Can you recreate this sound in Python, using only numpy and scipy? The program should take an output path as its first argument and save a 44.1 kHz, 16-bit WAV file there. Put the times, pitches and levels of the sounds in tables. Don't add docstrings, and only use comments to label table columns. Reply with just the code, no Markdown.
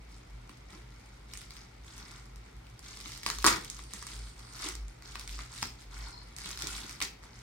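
import sys
import numpy as np
from scipy import signal
from scipy.fft import rfft, irfft
from scipy.io import wavfile
from scipy.ndimage import uniform_filter1d

SR = 44100
rng = np.random.default_rng(int(sys.argv[2]) if len(sys.argv) > 2 else 0)


def transcribe(signal):
    frames = np.atleast_2d(signal).T
    limited = np.clip(frames, -1, 1)
    pcm = np.round(limited * 32767).astype(np.int16)
    wavfile.write(sys.argv[1], SR, pcm)


N = 327205


def gain_of(db):
    return 10 ** (np.asarray(db) / 20)


def unit_rms(x):
    return x / np.sqrt(np.mean(x ** 2) + 1e-20)


def steadied(x, window_samples=1323):
    return x / np.sqrt(abs(uniform_filter1d((x ** 2).mean(0), window_samples)) + 1e-12)


def at_hz(table, hz):
    table_hz, value = np.transpose(table)
    return np.interp(np.log(hz + 1), np.log(table_hz + 1), value)


def per_sample(table):
    return np.interp(np.arange(N) / SR, *np.transpose(table))


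def add(mix, start_s, sound):
    part = mix[:, max(round(start_s * SR), 0):][:, :sound.shape[1]]
    part += sound[:, :part.shape[1]]


def colour(x, spectrum, fft_size=2048):
    log_gain = np.log(gain_of(at_hz(spectrum, abs(np.fft.fftfreq(fft_size, 1 / SR)))))
    taps = np.fft.ifft(np.exp(np.conj(signal.hilbert(log_gain)))).real[:fft_size // 2]
    return signal.oaconvolve(x, taps[None], axes=1)[:, :x.shape[1]]


def band_noise(centre_hz, width_hz):
    hz = np.fft.rfftfreq(N, 1 / SR)
    return unit_rms(irfft(rfft(rng.standard_normal(N)) / (1 + (2 * (hz - centre_hz) / width_hz) ** 2), N))


# (frequency [Hz], coherence [ratio])
COHERENCE = [(60, 1), (130, 1.0139), (290, 0.84), (620, -0.71), (1300, 0.3265), (2500, 0), (16000, 0)]

def diffuse(pair):
    a, b = rfft(pair)
    coherence = np.clip(at_hz(COHERENCE, np.fft.rfftfreq(pair.shape[1], 1 / SR)), -1, 1)
    return irfft([a, coherence * a + np.sqrt(1 - coherence ** 2) * b], pair.shape[1])


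# (time [s], right microphone lag [samples])
WRAP_LAG = [(1, 3), (2.8, 4.5), (3.3, 3), (4.5, 3), (5.6, -2.5), (6.5, -3.5), (7.1, 1.5)]

def placed(pair, time_s, width=0.784):
    lag = round(float(np.interp(time_s, *np.transpose(WRAP_LAG))))
    left = unit_rms(pair[0] + width * pair[1])
    right = unit_rms(pair[0] - width * pair[1])
    return np.array([np.roll(np.pad(left, 16), -lag // 2), np.roll(np.pad(right, 16), lag // 2)])


# (frequency [Hz], level [dB])
HUM_TONES = [(46.5, -61), (53.6, -55)]
# (centre [s], level [dB])
HUM_SWELLS = [(0.35, -49), (2.29, -45), (3.42, -41), (3.8, -45.5), (4.19, -43), (4.82, -40), (5.35, -43.5),
              (5.98, -43), (6.75, -48)]
# (frequency [Hz], gain [dB])
AIR_SPECTRUM = [(26, -22), (45, -3.5), (129, -7), (170, -8.5), (465, -15.5), (609, -16), (798, -16),
                (1550, -27.5), (2190, -20), (2600, -24.5), (4800, -27.5), (7110, -35), (14900, -44.5),
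                (16000, -53.5)]

def background(swell_s=0.365, swell_hz=51.12, waver_hz=2.217, rumble_db=-62, drone_db=-60, air_db=-57):
    t = np.arange(N) / SR
    swell = sum(gain_of(db) * np.cos(np.pi * np.clip((t - centre_s) / swell_s, -.5, .5)) ** 2
                for centre_s, db in HUM_SWELLS)
    tones = [(hz, gain_of(db)) for hz, db in HUM_TONES] + [(swell_hz, swell)]
    hum = sum(np.sqrt(2) * rms * np.sin(2 * np.pi * np.cumsum(hz + waver_hz * band_noise(0, 14.14)) / SR)
              for hz, rms in tones)
    rumble = gain_of(rumble_db) * band_noise(swell_hz, width_hz=26)
    drone = gain_of(drone_db) * band_noise(centre_hz=119, width_hz=12.9)
    air = colour(diffuse(rng.standard_normal((2, N))), AIR_SPECTRUM, fft_size=8192)
    return hum + rumble + drone + gain_of(air_db) * unit_rms(air)


# (frequency [Hz], t60 [s])
ROOM_T60 = [(150, 0.0047), (500, 0.494), (1100, 0.2569), (2000, 0.2953), (4000, 0.32), (9000, 0.1739),
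            (15000, 0.2942)]
# (frequency [Hz], gain [dB])
ECHO_SPECTRUM = [(100, 11), (240, 0.5), (335, 0), (430, 7), (600, 0.5), (820, -2.5), (1000, -5), (2000, 1),
                 (4000, -2.5), (15000, -2)]

def reflections(build_s=0.000936, early_boost=0.37, early_s=0.0075):
    t = np.arange(SR // 2) / SR
    taps = rng.standard_normal((2, len(t))) * (rng.random((2, len(t))) < .2)
    hz, frame_s, bands = signal.stft(taps, SR, nperseg=256)
    decay = gain_of(-60 * frame_s / at_hz(ROOM_T60, hz)[:, None])
    tail = signal.istft(bands * decay, SR, nperseg=256)[1][:, :len(t)]
    onset = (1 - np.exp(-(t / build_s) ** 2)) * (1 + early_boost * np.exp(-t / early_s))
    spectrum = rfft(tail * onset)
    spectrum /= np.sqrt(uniform_filter1d(abs(spectrum) ** 2, size=100))
    spectrum *= gain_of(at_hz(ECHO_SPECTRUM, np.fft.rfftfreq(len(t), 1 / SR)))
    return diffuse(irfft(spectrum, len(t)))[:, :SR // 3]


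def room(x, wet_db=-1, patterns=4, patterns_per_s=5):
    position = np.arange(N) / SR * patterns_per_s
    out = np.zeros((2, N))
    for k in range(patterns):
        distance = abs((position - k + patterns / 2) % patterns - patterns / 2)
        fade = np.cos(np.pi / 2 * np.minimum(distance, 1))
        out += signal.oaconvolve(x * fade, reflections(), axes=1)[:, :N]
    return gain_of(wet_db) * out


# (time [s], level [dB])
SLIDE_LEVEL = [(3.6, -100), (3.8, -62.5), (4.08, -57.5), (4.28, -61), (4.36, -68.5), (4.52, -59.5),
               (4.8, -100)]
# (frequency [Hz], gain [dB])
SLIDE_SPECTRUM = [(2500, -34), (4600, 5), (6500, -16), (8500, 3), (9600, -2.5), (10500, -29.5),
                  (16000, -30)]

def slide():
    hiss = unit_rms(colour(rng.standard_normal((2, N)), SLIDE_SPECTRUM))
    return hiss * gain_of(per_sample(SLIDE_LEVEL))


# (time [s], relative level [dB])
SQUEAK_LEVEL = [(5.8, -110), (5.95, -65), (6.05, -49), (6.12, -51.5), (6.18, -50.5), (6.28, -61),
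                (6.36, -110)]
# (frequency [Hz], width [Hz], gain [dB])
SQUEAK_MODES = [(955, 116, -4), (4244, 290, -2.5), (4570, 350, -7), (5150, 215, -6)]

def squeak(gain_db=-4, judder_db=4):
    whistle = np.array([sum(gain_of(db) * band_noise(hz, width_hz) for hz, width_hz, db in SQUEAK_MODES)
                        for _ in 'LR'])
    judder = gain_of(judder_db * band_noise(0, 250))
    return unit_rms(whistle * judder) * gain_of(per_sample(SQUEAK_LEVEL) + gain_db)


# (time [s], relative level [dB], pitch [Hz])
BUMPS = [(0.495, -45, 211.5), (0.724, -42.5, 165.3), (0.747, -43.5, 233.3), (3.059, -41.5, 257.3),
         (3.26, -45.5, 341.5), (3.301, -45, 159), (3.446, -23, 335), (3.458, -28, 175), (3.474, -29, 260),
         (3.522, -31.5, 337.4), (3.795, -44.5, 159.6), (3.939, -40.5, 208.8), (4.658, -36, 320),
         (5.624, -37.5, 190), (6.457, -39.5, 173), (6.632, -35, 140), (6.64, -39, 300),
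         (6.84, -43.5, 226.5)]
# (frequency [Hz], gain [dB])
SCUFF_SPECTRUM = [(60, -17), (120, 0), (220, -7.5), (340, 10.5), (480, -13.5), (700, -14), (2500, -58.5)]

def bumps(scuff_gain=0.59, gain_db=-3, decay_s=0.008):
    out, t = np.zeros((2, N)), np.arange(4096) / SR
    for time_s, db, hz in BUMPS:
        scuff = unit_rms(colour(rng.standard_normal((1, len(t))), SCUFF_SPECTRUM))
        thud = np.sin(2 * np.pi * hz * t) + scuff_gain * scuff
        envelope = np.exp(-t / decay_s) * (1 - np.exp(-t * hz * 2))
        add(out, time_s, gain_of(db + gain_db) * thud * envelope)
    return out


# (frequency [Hz], t60 [s], level [dB])
WALL_MODES = [(232.5, 0.0236, -32.5), (887, 0.0124, -33.5), (994, 0.022, -27.5)]

def knock(time_s=5.6277):
    out, t = np.zeros((2, N)), np.arange(SR // 20) / SR
    ring = sum(gain_of(db - 60 * t / t60_s) * np.sin(2 * np.pi * hz * t) for hz, t60_s, db in WALL_MODES)
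    add(out, time_s, ring[None])
    return out


# (start [s], length [s], film level [dB], rub level [dB])
STROKES = [(0.071, 0.0915, -61, -71.5), (0.457, 0.082, -65.5, -72), (0.671, 0.084, -57, -55.5),
           (0.871, 0.285, -67.5, -68.5), (1.275, 0.157, -54, -65), (1.486, 0.128, -56, -60),
           (1.824, 0.178, -55.5, -60), (1.94, 0.2384, -55.5, -55.5), (2.422, 0.038, -62.5, -59.5),
           (2.813, 0.0995, -50, -56), (2.896, 0.198, -52.5, -60.5), (3.021, 0.1493, -48.5, -58),
           (3.201, 0.237, -48.5, -62), (3.597, 0.197, -51, -60), (3.884, 0.131, -50.5, -57),
           (4.038, 0.096, -48, -54.5), (4.12, 0.166, -55, -60), (4.346, 0.175, -58.5, -58.5),
           (4.518, 0.079, -48, -51.5), (4.586, 0.0847, -39, -43), (4.853, 0.058, -64, -72.5),
           (5.016, 0.22, -52, -56), (5.271, 0.0845, -47.5, -59.5), (5.363, 0.0432, -47, -48.5),
           (5.482, 0.05, -50, -54.5), (5.527, 0.1175, -45.5, -54.5), (5.762, 0.0475, -56, -61),
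           (5.894, 0.197, -52, -52), (6.16, 0.187, -62.5, -63.5), (6.355, 0.079, -46.5, -52.5),
           (6.418, 0.111, -45, -51.5), (6.567, 0.21, -43, -48.5), (6.754, 0.1735, -48.5, -52.5),
           (7.208, 0.0344, -57, -53.5), (7.303, 0.122, -58, -61)]
# (start [s], film level [dB], rub level [dB], decay [s])
FLURRIES = [(3.263, -34.5, -37.5, 0.0373), (3.471, -24.5, -26, 0.0263), (3.513, -33, -29.5, 0.0346),
            (7.014, -29.5, -36.5, 0.0242)]

def handling(grip_s=0.0405, relax_s=0.0452, hold_film_db=-69, hold_rub_db=-63):
    t = np.arange(SR) / SR
    power = gain_of([[hold_film_db], [hold_rub_db]]) ** 2 * np.ones(N)
    for start_s, length_s, film_db, rub_db in STROKES:
        envelope = np.minimum(t / grip_s, 1) * np.exp(-np.maximum(t - length_s, 0) / relax_s)
        add(power, start_s, (gain_of([[film_db], [rub_db]]) * envelope) ** 2)
    for start_s, film_db, rub_db, decay_s in FLURRIES:
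        add(power, start_s, (gain_of([[film_db], [rub_db]]) * np.exp(-t / decay_s)) ** 2)
    return np.sqrt(power)


def grains(base_per_s, spread_db, low_hz, high_hz, decay_cycles, pitches):
    out, t = np.zeros((2, N)), np.arange(256) / SR
    clumps = np.exp(.5 * band_noise(0, 120))
    chance = clumps * base_per_s / pitches / SR
    for hz in np.geomspace(low_hz, high_hz, pitches):
        size = gain_of(spread_db * np.minimum(rng.exponential(1, N), 3.5))
        impulses = size * rng.choice([-1, 1], N) * (rng.random(N) < chance)
        age = t * hz / decay_cycles
        tick = age * np.exp(-age) * np.sin(2 * np.pi * (hz * t + rng.random((2, 1))))
        tick = placed(tick, rng.uniform(0, N / SR)) * np.sqrt(hz)
        out += signal.oaconvolve(impulses[None], tick, axes=1)[:, :N]
    return out


# (frequency [Hz], gain [dB])
FILM_SPECTRUM = [(500, -14), (1500, -10), (2500, -6.5), (3600, 0.5), (5000, 2), (6600, -1), (9000, -6),
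                 (10500, -12.5), (13000, -16.5), (16000, -19)]
# (frequency [Hz], gain [dB])
RUB_SPECTRUM = [(80, -10), (200, -1.5), (340, -3), (560, -11.5), (780, -2.5), (1000, 0.5), (1300, 4),
                (1650, -2), (2200, 0.5), (2800, -15), (5000, -33), (12000, -46)]

def crinkle(film_envelope, rub_envelope, film_db=-2, rub_db=-3, friction_gain=0.558):
    creases = grains(3000, spread_db=6.57, low_hz=1492, high_hz=14360, decay_cycles=0.88, pitches=30)
    friction = friction_gain * rng.standard_normal((2, N))
    film = steadied(colour(unit_rms(creases) + friction, FILM_SPECTRUM))
    bubbles = grains(2400, spread_db=2.76, low_hz=166.8, high_hz=4185, decay_cycles=0.548, pitches=24)
    rub = steadied(colour(bubbles, RUB_SPECTRUM))
    return film * film_envelope * gain_of(film_db) + rub * rub_envelope * gain_of(rub_db)


# (frequency [Hz], t60 [s], gain [dB])
HOLLOW_MODES = [(283, 0.0375, -15), (923.6, 0.0444, -1.5), (1183.4, 0.0154, 13.5), (1590, 0.012, -11),
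                (1955, 0.0182, 0), (1954, 0.0091, -3.5)]
# (frequency [Hz], gain [dB])
CRACK_SPECTRUM = [(300, -24.5), (700, -24.5), (1500, -3.5), (2300, 3.5), (3000, -2.5), (4000, 2.5),
                  (5200, -0.5), (6500, -19.5), (8500, -25.5), (16000, -18.5)]
SIZZLE_SPECTRUM = [(2000, -32.5), (5500, 1), (7000, -3), (9000, -2.5), (10300, -13), (12000, -35.5),
                   (16000, -28.5)]
FIZZ_SPECTRUM = [(3000, -50.5), (8500, -1.5), (10500, 4.5), (13000, 2.5), (16000, -6)]

def snap(time_s, db, bright_db, hollow_db, buckle_s=0.0002464, flutter_s=0.00196):
    film_radiation_db, hollow_radiation_db = 0.5, -1
    t = np.arange(1024) / SR
    buckle = t / buckle_s * np.exp(1 - t / buckle_s)
    flutter = 0.523 * np.exp(-t / flutter_s) * (1 - np.exp(-t / buckle_s))
    grip_detune = rng.uniform(.95, 1.05, len(HOLLOW_MODES))
    ring = np.zeros(len(t))
    for k, (hz, t60_s, mode_db) in enumerate(HOLLOW_MODES):
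        polarity = (-1) ** (k // 2)
        ring += polarity * gain_of(mode_db - 60 * t / t60_s) * np.sin(2 * np.pi * hz * grip_detune[k] * t)
    sound = gain_of(hollow_db + hollow_radiation_db) * placed(np.array([ring, 0 * ring]), time_s)
    for spectrum, lift_db in [(CRACK_SPECTRUM, -bright_db / 2), (SIZZLE_SPECTRUM, bright_db / 2),
                              (FIZZ_SPECTRUM, -9 + 0.2 * bright_db)]:
        burst = colour((buckle + flutter) * rng.choice([-1., 1.], (2, len(t))), spectrum)
        sound += gain_of(db + film_radiation_db + lift_db) * placed(burst, time_s)
    return np.sqrt(132 / len(t)) * sound


# (time [s], level [dB], sizzle over crack [dB], hollow level [dB])
SNAPS = [(0.4941, -53, -5.5, -49), (1.3363, -43, 4, -55.5), (1.374, -47, 11.5, -67.5),
         (1.416, -51, -5.5, -65.5), (1.5068, -48.5, -4, -57.5), (2.3592, -57, 5.5, -62),
         (2.668, -61.5, -11, -66), (2.7926, -54.5, 11.5, -59), (2.9719, -48.5, 2, -53),
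         (3.011, -48, -1, -61), (3.0583, -49.5, -18, -48), (3.2326, -42, -4.5, -50.5),
         (3.2635, -30.5, -7, -27), (3.301, -31, -2.5, -32), (3.386, -40, 4.5, -43), (3.426, -43, 2.5, -64),
         (3.4435, -28, 2.5, -17.5), (3.4491, -27, -9, -19.5), (3.4586, -30, -5, -20),
         (3.4647, -17.5, 6.5, -15), (3.474, -25.5, 4.5, -19.5), (3.4772, -28.5, -13, -21.5),
         (3.483, -25, -7, -24), (3.6472, -45, 7.5, -54.5), (3.7004, -43.5, 17.5, -60),
         (3.7918, -55, -8, -44), (3.9359, -41, 7.5, -44.5), (4.026, -46.5, 7, -40.5),
         (4.068, -47, 14.5, -46.5), (4.6874, -38.5, 9, -43), (4.753, -44.5, 6, -51.5),
         (4.8822, -55, 4.5, -66), (5.023, -52.5, -6.5, -52.5), (5.1557, -42.5, -9.5, -37),
         (5.1958, -44, 6, -68.5), (5.2103, -47, -7.5, -51), (5.2767, -42.5, 1, -57.5),
         (5.391, -54.5, -17, -39.5), (5.6243, -41.5, -7.5, -45), (5.628, -32, -1, -31.5),
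         (6.365, -45.5, 7, -64), (6.459, -41.5, -7, -45.5), (6.5745, -43, -5.5, -57.5),
         (6.6217, -35, -0.5, -55), (6.671, -35.5, 3.5, -60), (7.0035, -40.5, -8.5, -42),
         (7.0163, -34.5, -11.5, -44.5), (7.0235, -32.5, -1.5, -50.5), (7.034, -39, -5, -48),
         (7.237, -59, -9.5, -50)]

def snaps(film_envelope, strays=70, above_film_db=1, spread_db=2.2, ceiling_db=-45):
    out = np.zeros((2, N))
    for time_s, db, bright_db, hollow_db in SNAPS:
        add(out, time_s - 22 / SR, snap(time_s, db, bright_db, hollow_db))
    for sample, (size, tone) in zip(rng.integers(0, N, strays), rng.standard_normal((strays, 2))):
        db = min(20 * np.log10(film_envelope[sample]) + above_film_db + spread_db * size, ceiling_db)
        add(out, sample / SR, snap(sample / SR, db, bright_db=2 + 5 * tone, hollow_db=db - 9))
    return out


def scene():
    film_envelope, rub_envelope = handling()
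    wrap = snaps(film_envelope) + crinkle(film_envelope, rub_envelope) + slide() + squeak()
    near = wrap + bumps() + knock()
    return near + room(near[:1]) + background()


# (frequency [Hz], left minus right [dB])
MIC_BALANCE = [(100, 0), (300, -1.5), (700, 3), (1300, -0.26), (2400, 1), (4400, 2), (8100, -4.5),
               (15000, 0.5)]

def record(dry, low_cut_hz=29, high_cut_hz=16000, peak_limit=.75):
    hz = np.fft.rfftfreq(N, 1 / SR)
    tilt_db = at_hz(MIC_BALANCE, hz) / 2
    low_cut = 1 - 1 / (1 + (hz / low_cut_hz) ** 6)
    coloured = irfft(rfft(dry) * gain_of([tilt_db, -tilt_db]) * low_cut, N)
    rounded = peak_limit * np.tanh(coloured / peak_limit)
    lowpass = signal.firwin(511, high_cut_hz, window=("kaiser", 9), fs=SR)
    return signal.oaconvolve(rounded, lowpass[None], "same")


dry = scene()
out = record(dry)
transcribe(out)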